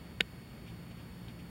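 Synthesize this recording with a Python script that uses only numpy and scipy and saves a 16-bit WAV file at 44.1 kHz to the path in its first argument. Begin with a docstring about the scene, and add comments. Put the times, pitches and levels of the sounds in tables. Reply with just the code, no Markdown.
"""A golf club knocks once on a concrete slab outdoors: a dull touch and thud, then a hard crack that
excites the briefly ringing modes of the club head and crushes some grit. The player's shoes and
clothes then rustle faintly, and the ground scatters these sounds. A far engine drones under the open
air, and the camera adds its own hiss, a thin whine and a few narrow dips in the treble."""
import sys
import numpy as np
from scipy import signal
from scipy.fft import rfft, irfft
from scipy.io import wavfile

SR = 44100
rng = np.random.default_rng(int(sys.argv[2]) if len(sys.argv) > 2 else 0)


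def transcribe(signal):
    """Save signal, clipped to [-1, 1], as a 16-bit WAV file at the path in sys.argv[1]."""
    frames = np.atleast_2d(signal).T
    limited = np.clip(frames, -1, 1)
    pcm = np.round(limited * 32767).astype(np.int16)
    wavfile.write(sys.argv[1], SR, pcm)


N = 66150


def club_knock():
    """Impact and modal ringing: contact pulses radiate, and the hardest drives the head's damped modes."""
    # the club's sole grazes the slab (time [s], gain [dB])
    grazes = [(.205, -1), (0.2068, -4)]
    # spectra of the graze, the head's weight landing and the crack (frequency [Hz], relative level [dB])
    touch_spectrum = [(60, -30), (450, -22), (900, -12.5), (1650, 1), (2400, -11), (4500, -27),
                      (16000, -55)]
    thud_spectrum = [(40, -48), (120, -21), (178, 3), (240, -5), (310, -5.5), (470, 0.5), (600, -15.5),
                     (700, -16.5), (780, -9.5), (900, -26), (1050, -12.5), (1500, -17.5), (4000, -37),
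                     (16000, -61)]
    crack_spectrum = [(60, -43), (500, -22), (1000, -23), (1500, -8.5), (2200, 1), (3000, -1.4),
                      (3800, -6.5), (4600, -19.5), (5700, -29.5), (7000, -22), (9000, -20), (10500, -32.5),
                      (12000, -35.5), (16000, -39)]
    # modes of the club head (frequency [Hz], impulse response level [dB], time to fall 60 dB [s])
    head_modes = [(1540, -30.5, 0.018), (1800, -37, 0.02), (2170, -35.5, 0.011), (2540, -40.5, 0.012),
                  (2894, -33, 0.012), (3410, -45, .016), (3750, -25, 0.01), (4640, -36, 0.015),
                  (5100, -23.5, 0.0099), (7330, -29, 0.007), (11340, -17.5, 0.007), (12250, -18, .007)]
    # grit crushed under the sole (frequency [Hz], relative level [dB])
    grit_spectrum = [(100, -13), (900, -11), (2300, -1.5), (3700, 2), (4700, -3.5), (5700, -26),
                     (7200, -11), (9000, -24), (10500, -19), (11700, -18.5), (13300, -20), (16000, -23)]
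    thud_s, crack_s, ring_rise_s = 0.2062, 0.2079, 0.00035
    touch = sum(amp(db) * pulse(start, touch_spectrum) for start, db in grazes)
    thud = amp(12) * pulse(thud_s, thud_spectrum)
    crack = amp(13) * pulse(crack_s, crack_spectrum)
    t = since(0)
    modes = sum(amp(db) * decay(0, t60) * np.cos(2 * np.pi * hz * t) for hz, db, t60 in head_modes)
    build_up = 1 - np.exp(-t / ring_rise_s)
    ring = signal.fftconvolve(crack, modes * build_up)[:N]
    grit = amp(-26.5) * noise(grit_spectrum) * decay(crack_s, t60_s=0.017)
    return touch + thud + crack + ring + grit


def player_rustle():
    """Friction and fracture: shoes and clothes scuff softly, and one grain snaps under a shoe."""
    # scuffs (time [s], duration [s], level [dB])
    strokes = [(0.646, 0.084, -59), (0.903, 0.026, -58), (0.961, .07, -63), (1.27, 0.057, -61.5),
               (1.385, 0.028, -57.5)]
    # spectra of the rubbing and the snap (frequency [Hz], relative level [dB])
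    scuff_spectrum = [(200, -14), (1500, -15), (2400, -1), (3100, -2), (4500, -12), (12000, -28)]
    snap_spectrum = [(200, -12), (1400, -11), (2000, -8), (2700, -4), (3500, 8), (4400, -1), (5100, -24),
                     (16000, -32)]
    rubbing = sum(amp(db) * arch(start, length) for start, length, db in strokes)
    scuffs = noise(scuff_spectrum) * rubbing
    snap = amp(-44.5) * noise(snap_spectrum) * decay(1.2838, t60_s=0.015)
    return scuffs + snap


def ground_scatter(direct):
    """Diffuse reflection: the ground adds a short, weak tail to the direct sound."""
    tail = rng.standard_normal(N) * decay(0, t60_s=0.11)
    tail /= np.linalg.norm(tail)
    return direct + amp(-35) * signal.fftconvolve(direct, tail)[:N]


def open_air():
    """Ambient noise: a broadband rumble whose level flutters and swells very slightly."""
    # outdoor rumble and air (frequency [Hz], relative level [dB])
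    air_spectrum = [(15, -21), (35, -17.5), (62, 3.5), (95, -1.5), (130, 1), (220, -4), (320, -9.5),
                    (500, -16), (1000, -21), (2500, -25), (3600, -28.5), (6000, -39.5), (16000, -43.5)]
    level_db, swell_db_per_s, flutter_db = -49, 0.1, 0.5
    swell_db = swell_db_per_s * (since(0) - N / SR / 2)
    return noise(air_spectrum) * amp(level_db + swell_db + flutter_db * drift(rate_hz=11))


def far_engine():
    """Harmonic series: low engine orders share one wavering rate; the drone fades, then returns."""
    # engine orders (multiple of the base rate, relative level [dB])
    orders = [(2, -5), (3, -1.5), (4, -8), (5, -20)]
    # envelope of the drone (time [s], level [dB])
    envelope = [(0, -51.5), (.5, -68), (.7, -50.5), (.95, -53), (1.5, -48.5)]
    base_hz, waver = 57.97, 0.00898
    turns = np.cumsum(base_hz * (1 + waver * drift(rate_hz=7.83))) / SR
    drone = sum(amp(db) * np.sin(2 * np.pi * (order * turns + rng.random())) for order, db in orders)
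    level_db = np.interp(since(0), *np.transpose(envelope))
    return unit_rms(drone) * amp(level_db)


def camera_noise():
    """Self-noise: steady hiss and thin tones with slight random frequency modulation."""
    # whining tones (frequency [Hz], rms deviation [Hz], level [dB])
    tones = [(1868, 9.1, -75.5), (2213, 8.1, -73), (4428, 12, -69), (6890, 74, -81), (8820, 34.8, -78.5),
             (15735, 1.8, -83)]
    # hiss (frequency [Hz], relative level [dB])
    hiss_spectrum = [(100, -13), (4800, 6.5), (5800, -4), (8000, 0), (9300, 2), (10900, 5.5), (12000, 0.5),
                     (15700, -0.5)]
    whine = np.zeros(N)
    for hz, waver_hz, db in tones:
        cycles = np.cumsum(hz + waver_hz * drift(rate_hz=46.6)) / SR
        whine += amp(db) * unit_rms(np.sin(2 * np.pi * cycles))
    return amp(-65.5) * noise(hiss_spectrum) + whine


def amp(db):
    """Amplitude ratio of a level in decibels."""
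    return 10 ** (np.asarray(db) / 20)


def unit_rms(x):
    """Normalisation to rms 1."""
    return x / np.sqrt(np.mean(x ** 2) + 1e-20)


def gain_curve(spectrum):
    """Gain at each Fourier bin, from levels interpolated over log frequency."""
    hz, db = np.transpose(spectrum)
    bin_hz = np.fft.rfftfreq(N, 1 / SR)
    return amp(np.interp(np.log(bin_hz + 1), np.log(hz + 1), db))


def noise(spectrum):
    """Spectral shaping: coloured noise of rms 1."""
    white = rfft(rng.standard_normal(N))
    return unit_rms(irfft(white * gain_curve(spectrum), N))


def drift(rate_hz):
    """Random fluctuation: low-passed noise of rms 1."""
    white = rfft(rng.standard_normal(N))
    rolloff = (1 + (np.fft.rfftfreq(N, 1 / SR) / rate_hz) ** 2) ** 2
    return unit_rms(irfft(white / rolloff, N))


def since(start_s):
    """Seconds elapsed since the start, zero before it."""
    return np.maximum(np.arange(N) / SR - start_s, 0)


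def decay(start_s, t60_s):
    """Exponential damping: a sudden onset that falls 60 dB in t60_s."""
    t = since(start_s)
    return (t > 0) * np.exp(-np.log(1000) * t / t60_s)


def arch(start_s, length_s):
    """Half-sine envelope: one rise and fall."""
    return np.sin(np.pi * np.minimum(since(start_s) / length_s, 1))


def pulse(start_s, spectrum):
    """Minimum phase: the Hilbert transform of the log gain gives the phase of a causal pulse."""
    log_gain = np.log(gain_curve(spectrum))
    mirrored = np.concatenate([log_gain, log_gain[-2:0:-1]])
    response = np.exp(np.conj(signal.hilbert(mirrored)))[:len(log_gain)]
    return np.roll(irfft(response, N), round(start_s * SR))


def scene():
    """Superposition: the near sounds, their scatter and the background add in one channel."""
    near = ground_scatter(club_knock() + player_rustle())
    return (near + open_air() + far_engine() + camera_noise())[None]


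def record(dry):
    """Filtering: the camera cuts narrow notches in the treble, then limits the bandwidth."""
    # treble notches (frequency [Hz], width [Hz])
    notches = [(4050, 390), (6240, 600), (7800, 480), (10180, 1040)]
    notch_floor_db, cutoff_hz = -22.5, 16050
    for hz, width in notches:
        notched = signal.lfilter(*signal.iirnotch(hz, hz / width, SR), dry)
        dry = notched + amp(notch_floor_db) * (dry - notched)
    low_pass = signal.firwin(601, cutoff_hz, window=("kaiser", 8), fs=SR)
    return signal.oaconvolve(dry, low_pass[None], "same")


dry = scene()
out = record(dry)
transcribe(out)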